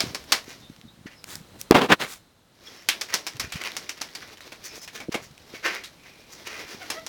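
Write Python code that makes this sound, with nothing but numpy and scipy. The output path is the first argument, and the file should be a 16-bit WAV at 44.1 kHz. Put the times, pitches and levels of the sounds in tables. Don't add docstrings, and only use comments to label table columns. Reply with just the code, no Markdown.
import sys
import numpy as np
from scipy import signal
from scipy.fft import rfft, irfft, next_fast_len
from scipy.io import wavfile

SR = 44100
rng = np.random.default_rng(int(sys.argv[2]) if len(sys.argv) > 2 else 0)


def unload_audio(sound):
    columns = np.transpose(np.atleast_2d(sound))
    steps = np.round(np.clip(columns, -1, 1) * 32767)
    wavfile.write(sys.argv[1], SR, steps.astype(np.int16))


N = 312447
TIME = np.arange(N) / SR

# (time [s], level [dB], vane ring [Hz], slap t60 [s], body [dB])
WING_BEATS = [(0.0048, -21, 4420, 0.03, 2.5), (0.147, -29, 4960, 0.047, 2.5), (0.3213, -18, 1470, .022, 0),
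              (0.324, -17, 4540, 0.031, -12.5), (2.8878, -17, 3060, 0.053, -10.5),
              (3.012, -27, 5670, 0.037, -4), (3.14, -20, 5360, 0.039, -1.5),
              (3.2669, -28.5, 5370, 0.071, -3.5), (3.397, -26, 5300, 0.079, -4.5),
              (3.521, -31.5, 2870, .17, -7), (3.767, -29.5, 5630, 0.027, -2), (3.892, -30, 5760, .09, -8),
              (4.013, -29, 5370, 0.073, -2.5), (4.15, -34.5, 4750, 0.097, -8), (4.283, -50, 2280, .06, 4),
              (4.406, -43, 3950, 0.2, -3), (4.52, -39.5, 2040, 0.1, 4.5), (4.877, -39.5, 2170, 0.057, -5),
              (5.001, -36.5, 2250, 0.11, 12.5), (5.143, -24.5, 2340, 0.076, 14),
              (5.837, -37, 3950, 0.15, -26), (6.9018, -27, 5500, 0.066, 1.5), (7.065, -34, 5770, 0.028, -1)]
# (frequency [Hz], gain [dB])
IMPACT_EQ = [(60, -25.5), (250, -1), (700, 0), (2200, 1), (5500, -4), (8000, -12.5), (12000, -16.5),
             (17000, -24)]
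# (frequency [Hz], gain [dB])
FEATHER_EQ = [(60, -33.5), (300, -1), (900, -2.5), (2100, 2), (3500, -5.5), (6000, -2.5), (8000, -15.5),
              (16000, -19)]


def undb(db):
    return 10 ** (np.asarray(db) / 20)


def unit(x):
    return x / np.sqrt(np.mean(x ** 2) + 1e-20)


def with_energy(x, span_s):
    return x * np.sqrt(span_s * SR / np.sum(x ** 2))


def add(track, s, x):
    start = int(round(s * SR))
    lo, hi = max(start, 0), min(start + len(x), N)
    if hi > lo:
        track[lo:hi] += x[lo - start:hi - start]


def eq(x, points, body_db=0, edge_db=0):
    size = next_fast_len(len(x) + 1024, True)
    size += size % 2
    log_f = np.log(np.maximum(np.arange(size // 2 + 1) * SR / size, 1))
    hz, db = np.transpose(points)
    curve_db = np.interp(log_f, np.log(hz), db)
    shelves_db = np.interp(log_f, np.log([600, 1700, 2900, 7000]), [body_db, 0, 0, edge_db])
    cepstrum = irfft(np.log(undb(curve_db + shelves_db)))
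    cepstrum[1:size // 2] *= 2
    cepstrum[size // 2 + 1:] = 0
    return irfft(rfft(x, size) * np.exp(rfft(cepstrum)))[:len(x)]


def resonance(x, hz, width_hz):
    return signal.lfilter(*signal.iirpeak(hz, hz / width_hz, fs=SR), x)


def wander(rate, size):
    knots = rng.standard_normal(int(size * rate / SR) + 2)
    return 1.9 * np.interp(np.arange(size) * rate / SR, np.arange(len(knots)), knots)


def grit(size, rate, spread_db):
    return unit(rng.standard_normal(size) * undb(spread_db * wander(rate, size)))


def strokes(rows, points, slip_rate, spread_db, fall_shape, ring, ring_width_hz):
    out = np.zeros(N)
    for s, rise, fall, db, body_db, edge_db, ring_hz in rows:
        t = np.arange(-3 * rise, 4 * fall, 1 / SR)
        speed = np.exp(-np.where(t < 0, (t / rise) ** 2, np.abs(t / fall) ** fall_shape))
        slips = grit(len(t), slip_rate, spread_db)
        slips = slips + ring * resonance(slips, ring_hz, ring_width_hz)
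        add(out, s + t[0], undb(db) * speed * unit(eq(slips, points, body_db, edge_db)))
    return out


def glides(rows, partials_db, waver, waver_rate, arch):
    out = np.zeros(N)
    for s, length, start_hz, end_hz, db in rows:
        size = int(length * SR)
        swell = np.hanning(size)
        bend = 1 + arch * (swell - .5) + waver * wander(waver_rate, size)
        phase = 2 * np.pi * np.cumsum(np.linspace(start_hz, end_hz, size) * bend) / SR
        tone = sum(undb(level) * np.sin(k * phase) for k, level in enumerate(partials_db, 1))
        add(out, s, undb(db) * unit(tone) * swell)
    return out


def hush():
    # (frequency [Hz], gain [dB])
    air_eq = [(15, -41), (25, -13.5), (81, -7), (279, -9.5), (445, -15.5), (496, -13), (708, -17),
              (812, -17.5), (1260, -19), (1570, -20), (2370, -23), (3670, -21), (4090, -18), (4440, -24.5),
              (17500, -36)]
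    # (time [s], level [dB])
    ride = [(0, -48.5), (.95, -57), (1.9, -49.5), (2.35, -61.5), (2.9, -58), (7.08, -54.5)]
    air = unit(eq(rng.standard_normal(N), air_eq))
    rumble = unit(resonance(rng.standard_normal(N), 120, 130) * undb(3.6 * wander(25, N)))
    return (air + undb(-9.5) * rumble) * undb(np.interp(TIME, *np.transpose(ride)))


def stirring():
    # (time [s], level before trim [dB])
    landing = [(0.0, -40), (0.6, -49.5), (0.852, -60), (1.0, -68)]
    # (time [s], level before trim [dB])
    struggle = [(2.5, -67.5), (2.63, -49.5), (2.79, -50), (3.07, -40), (3.39, -48), (3.58, -44), (4.5, -47),
                (4.87, -48.5), (5.29, -57.5), (5.75, -40.5), (5.88, -57), (6.35, -52.5), (6.65, -42.5),
                (7.08, -43)]
    return sum(undb(trim_db + np.interp(TIME, *np.transpose(ride), left=-np.inf, right=-np.inf))
               for ride, trim_db in ((landing, -5.5), (struggle, -4)))


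def rustle(flutter_db=2.0):
    # (frequency [Hz], gain [dB])
    plumage_eq = [(59, -41), (100, -2), (144, -15), (213, -0.5), (314, 3.5), (390, 3), (813, -2.5),
                  (1340, -6.5), (2150, -3), (2610, -8), (3310, -4.5), (5570, -4.5), (7870, -20.5),
                  (16100, -20), (17500, -37.5)]
    scrape = grit(N, 700, spread_db=0.94) * undb(flutter_db * wander(30, N))
    return unit(eq(scrape, plumage_eq)) * stirring()


def crackle(flicks_per_s=70, spread_db=8, flick_t60=0.028):
    flicks = (rng.random(N) < flicks_per_s / SR) * undb(rng.uniform(-spread_db, spread_db, N))
    envelope = signal.lfilter([1], [1, -undb(-60 / (flick_t60 * SR))], flicks)
    bursts = eq(envelope * rng.standard_normal(N), FEATHER_EQ, body_db=-6, edge_db=3)
    return undb(-8) * unit(bursts) * stirring()


def wing_claps(rush_db_per_s=2000, snap=2.8, usual_t60=0.045, tail_t60=0.18, tail_build_s=0.0029):
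    out, contact = np.zeros(N), SR // 40
    t = TIME[:SR // 3] - TIME[contact]
    after = np.maximum(t, 0)
    tail_envelope = undb(-60 * after / tail_t60) * (1 - np.exp(-after / tail_build_s))
    for s, db, vane_hz, t60, body_db in WING_BEATS:
        envelope_db = np.where(t < 0, -32 + rush_db_per_s * t, -60 * t / t60)
        slap = grit(len(t), 1491.5, spread_db=3.0) * undb(envelope_db)
        slap[contact] += snap
        tail = eq(rng.standard_normal(len(t)) * tail_envelope, [(1, 0)], body_db=1, edge_db=-4)
        hit = unit(slap) + undb(-5) * unit(tail)
        quills = 0.64 * undb(0.9 * body_db) * resonance(hit, hz=2280, width_hz=160)
        stretch = t60 / usual_t60
        vane = resonance(hit, vane_hz, width_hz=1700 / stretch ** 0.81)
        clap = eq(hit + vane + quills, IMPACT_EQ, body_db, edge_db=6 - 1.5 * np.log2(stretch))
        add(out, s + t[0], undb(db) * with_energy(clap, span_s=0.019))
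    return out


def swishes(rise_share=.42, edge_db_per_octave=10.5, neutral_hz=2940):
    # (crest [s], length [s], level [dB], ring [Hz])
    sweeps = [(0.025, 0.024, -41, 3600), (0.5, 0.064, -43, 3430), (1.072, 0.021, -42.5, 1820),
              (1.124, 0.039, -49.5, 2070), (2.667, .09, -50.5, 3400), (2.761, 0.13, -50.5, 3000),
              (3.101, 0.027, -37, 2500), (3.132, 0.022, -30.5, 1900), (3.439, .036, -40.5, 2520),
              (3.567, .028, -37, 2980), (3.613, 0.035, -37.5, 1900), (3.659, 0.05, -32, 2420),
              (4.228, .018, -42, 1900), (4.658, 0.035, -33.5, 6000), (4.768, 0.047, -44.5, 6300),
              (4.832, 0.037, -41.5, 6330), (4.959, .05, -39, 3300), (5.127, .018, -33, 2700),
              (5.24, 0.051, -47, 4400), (5.554, 0.046, -40, 2360), (5.639, 0.014, -36, 1600),
              (5.665, 0.051, -23, 1770), (5.736, .08, -33.5, 2010), (6.067, 0.032, -48.5, 2230),
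              (6.333, 0.052, -44.5, 6050), (6.475, .04, -35, 2570), (6.53, 0.072, -37.5, 2250),
              (6.593, 0.084, -39.5, 2140), (6.709, 0.076, -42, 3120), (6.831, 0.057, -43, 2900)]
    backswings = [(s + .055, .02, db - 24, 2900) for s, db, *_ in WING_BEATS]
    rows = []
    for moves, body_db in ((sweeps, -2), (backswings, 8.5)):
        for s, length, db, hz in moves:
            edge_db = edge_db_per_octave * np.log2(hz / neutral_hz)
            rows.append((s, rise_share * length, (1 - rise_share) * length, db, body_db, edge_db, hz))
    return strokes(rows, FEATHER_EQ, slip_rate=980, spread_db=2.5, fall_shape=1.3,
                   ring=0.58, ring_width_hz=390)


def fumbles(spread_db=6.0, spread_octaves=0.27):
    # (start [s], end [s], bumps [1/s], level [dB], pitch [Hz])
    spells = [(0.03, 0.117, 70, -38, 130), (0.55, 1.052, 40, -45, 180), (1.322, 1.439, 75, -42.5, 150),
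              (3.33, 3.562, 65, -41, 105), (5.179, 5.332, 50, -46, 138), (6.6, 6.658, 35, -44, 85)]
    rows = []
    for start, end, rate, db, hz in spells:
        for when, strength, pitch in rng.uniform(-0.92, 1, (round((end - start) * rate), 3)):
            s = (start + end + when * (end - start)) / 2
            rows.append((s, db + spread_db * strength, hz * 2 ** (spread_octaves * pitch)))
    return rows


def thumps(cycles_in=0.44, cycles_out=0.57, sag_hz=42, sag_db=-35):
    # (time [s], level [dB], pitch [Hz])
    bumps = [(0.0395, -20, 256), (0.0662, -29.5, 171), (0.1373, -32, 354), (0.4814, -32, 315),
             (0.701, -30, 208), (1.0598, -27, 239), (1.711, 8, 338), (1.7547, -5.5, 299),
             (3.4453, -31, 286), (3.5586, -24.5, 146), (4.7794, -31.5, 530), (5.0864, -22, 373),
             (5.0925, -17, 267), (5.155, -21, 366), (5.5397, -28, 340), (6.7489, -30.5, 305)]
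    out, t = np.zeros(N), TIME[:4096] - TIME[2048]
    cycles = np.where(t < 0, cycles_in, cycles_out)
    for s, db, hz in bumps + fumbles():
        swing, sag = (np.sin(2 * np.pi * f * t) * np.exp(-(t * f / cycles) ** 2) for f in (hz, sag_hz))
        add(out, s + t[0], undb(db) * (swing + undb(sag_db) * sag * (t > 0)))
    return out


def far_birds():
    # (time [s], length [s], start pitch [Hz], end pitch [Hz], level [dB])
    chirps = [(.60, 0.096, 3580, 3630, -52.5), (.87, 0.044, 3630, 3920, -53), (1.13, 0.11, 5300, 5000, -57),
              (2.64, .06, 5580, 5220, -49), (2.665, 0.019, 3410, 3300, -42), (2.72, 0.13, 5400, 5270, -57),
              (4.66, 0.093, 5400, 5110, -48.5), (4.78, 0.1, 5180, 5320, -47)]
    return glides(chirps, partials_db=[0], waver=.02, waver_rate=900, arch=.02)


def ticks(t60=0.0051, crunch=0.52):
    # (time [s], level [dB], edge [dB])
    taps = [(0.7636, -49, 4), (0.8141, -45, -3), (1.2418, -33.5, 5), (1.3552, -30.5, 18),
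            (1.6139, -28, 16.5), (1.711, -9.5, -2), (3.3685, -40, 2), (3.4484, -33.5, -12),
            (3.6178, -35, 5), (3.638, -29, 1), (3.674, -28.5, -4), (3.7187, -34.5, -2), (5.379, -44.5, -1),
            (5.75, -34.5, 5), (6.475, -36.5, 9)]
    out, t = np.zeros(N), TIME[:1024]
    for s, db, edge_db in taps:
        tick = crunch * rng.standard_normal(len(t)) * undb(-60 * t / t60)
        tick[0] += 1
        tick = eq(tick, IMPACT_EQ, body_db=-10, edge_db=edge_db)
        add(out, s, undb(db) * with_energy(tick, span_s=0.0025))
    return out


def finger_rubs(firm_touch_db=-22):
    # (crest [s], rise [s], fall [s], level [dB], body [dB], case ring [Hz])
    slides = [(1.32, 0.042, .055, -42, -5.5, 1700), (1.605, .013, 0.03, -47, -17.5, 500),
              (1.722, 0.0066, 0.0091, -18, 7, 400), (1.752, .0065, 0.0088, -9.5, 2.5, 420),
              (1.765, .005, 0.03, -15.5, 0.5, 598), (1.817, .006, 0.024, -18.5, 2, 480),
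              (1.85, .016, 0.015, -27, 2.5, 500), (1.906, .011, 0.014, -17.5, 2, 1700),
              (1.924, .008, .012, -10, -2.5, 1500), (2.014, .015, 0.039, -28, -9, 600),
              (2.122, 0.05, 0.037, -41.5, -12, 1200)]
    # (frequency [Hz], gain [dB])
    case_eq = [(40, -25.5), (90, -9.5), (160, 0.5), (400, 1.5), (1800, -5.5), (3500, -10), (6000, -23.5),
               (10000, -31), (17000, -35)]
    rows = []
    for s, rise, fall, db, body_db, ring_hz in slides:
        skid_edge_db = max(firm_touch_db - db, 0) - 0.5
        rows.append((s, rise, fall, db, body_db, skid_edge_db, ring_hz))
    return strokes(rows, case_eq, slip_rate=1200, spread_db=1.5, fall_shape=1.46,
                   ring=.4, ring_width_hz=400)


def seeds(start_s=3.0, busiest_s=3.65, end_s=4.7, peak_clicks_per_s=100, db=-47, spread_db=1.5):
    out, spike = np.zeros(N), signal.unit_impulse(1024)
    rate = np.interp(TIME, [start_s, busiest_s, end_s], [0, peak_clicks_per_s, 0])
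    starts = TIME[rng.random(N) < rate / SR]
    for s, (strength, pitch) in zip(starts, rng.standard_normal((len(starts), 2))):
        ring_hz = np.clip(3000 * np.exp(.5 * pitch), 1000, 9000)
        click = eq(spike + 4 * resonance(spike, ring_hz, width_hz=280), IMPACT_EQ, body_db=-4)
        attack_rms = np.sqrt(np.mean(click[:SR // 400] ** 2))
        add(out, s, undb(db + spread_db * min(strength, 2)) * click / attack_rms)
    return out


def thin_hiss(hz=2450, width_hz=500, waver_db=.8):
    # (time [s], length [s], level [dB])
    swells = [(4.604, 0.22, -53.5), (5.88, 0.52, -58.5), (6.45, 0.27, -51)]
    envelope = np.zeros(N)
    for s, length, db in swells:
        add(envelope, s, undb(db) * np.sqrt(np.hanning(int(length * SR))))
    band = resonance(resonance(rng.standard_normal(N), hz, width_hz), hz, width_hz)
    return unit(band) * undb(waver_db * wander(18, N)) * envelope


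def wing_whistle():
    # (time [s], length [s], start pitch [Hz], end pitch [Hz], level [dB])
    whistles = [(6.795, 0.057, 750, 696, -41.5), (6.94, 0.078, 621, 658, -38.5)]
    partials_db = [0, -2, -2, -15, -13]
    return glides(whistles, partials_db, waver=.022, waver_rate=300, arch=.06)


def balcony(x, wet_db=-8, t60_low=0.46, t60_mid=0.23, t60_high=0.07, build_s=0.0014):
    t = TIME[:SR // 2]
    noise = rng.standard_normal(len(t))
    low, low_and_mid = (signal.sosfilt(signal.butter(2, hz, fs=SR, output="sos"), noise)
                        for hz in (900, 7000))
    bands = (undb(-2) * low, t60_low), (low_and_mid - low, t60_mid), (noise - low_and_mid, t60_high)
    tail = sum(band * undb(-60 * t / t60) for band, t60 in bands) * (1 - np.exp(-t / build_s))
    tail /= np.sqrt(np.sum(tail ** 2))
    return x + undb(wet_db) * signal.fftconvolve(x, tail)[:N]


def scene():
    whistle = undb(-0.5) * wing_whistle()
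    birds = far_birds()
    reverberant = balcony(swishes() + seeds() + whistle + birds) + wing_claps()
    close = undb(2.5) * finger_rubs() + undb(1) * ticks() + undb(-0.5) * thumps()
    return (reverberant + close + rustle() + crackle() + thin_hiss() + hush())[None]


def record(dry, top_hz=18000):
    low_pass = signal.ellip(8, .2, 70, top_hz, fs=SR, output="sos")
    return signal.sosfilt(low_pass, np.clip(dry, -1, 1))


dry = scene()
out = record(dry)
unload_audio(out)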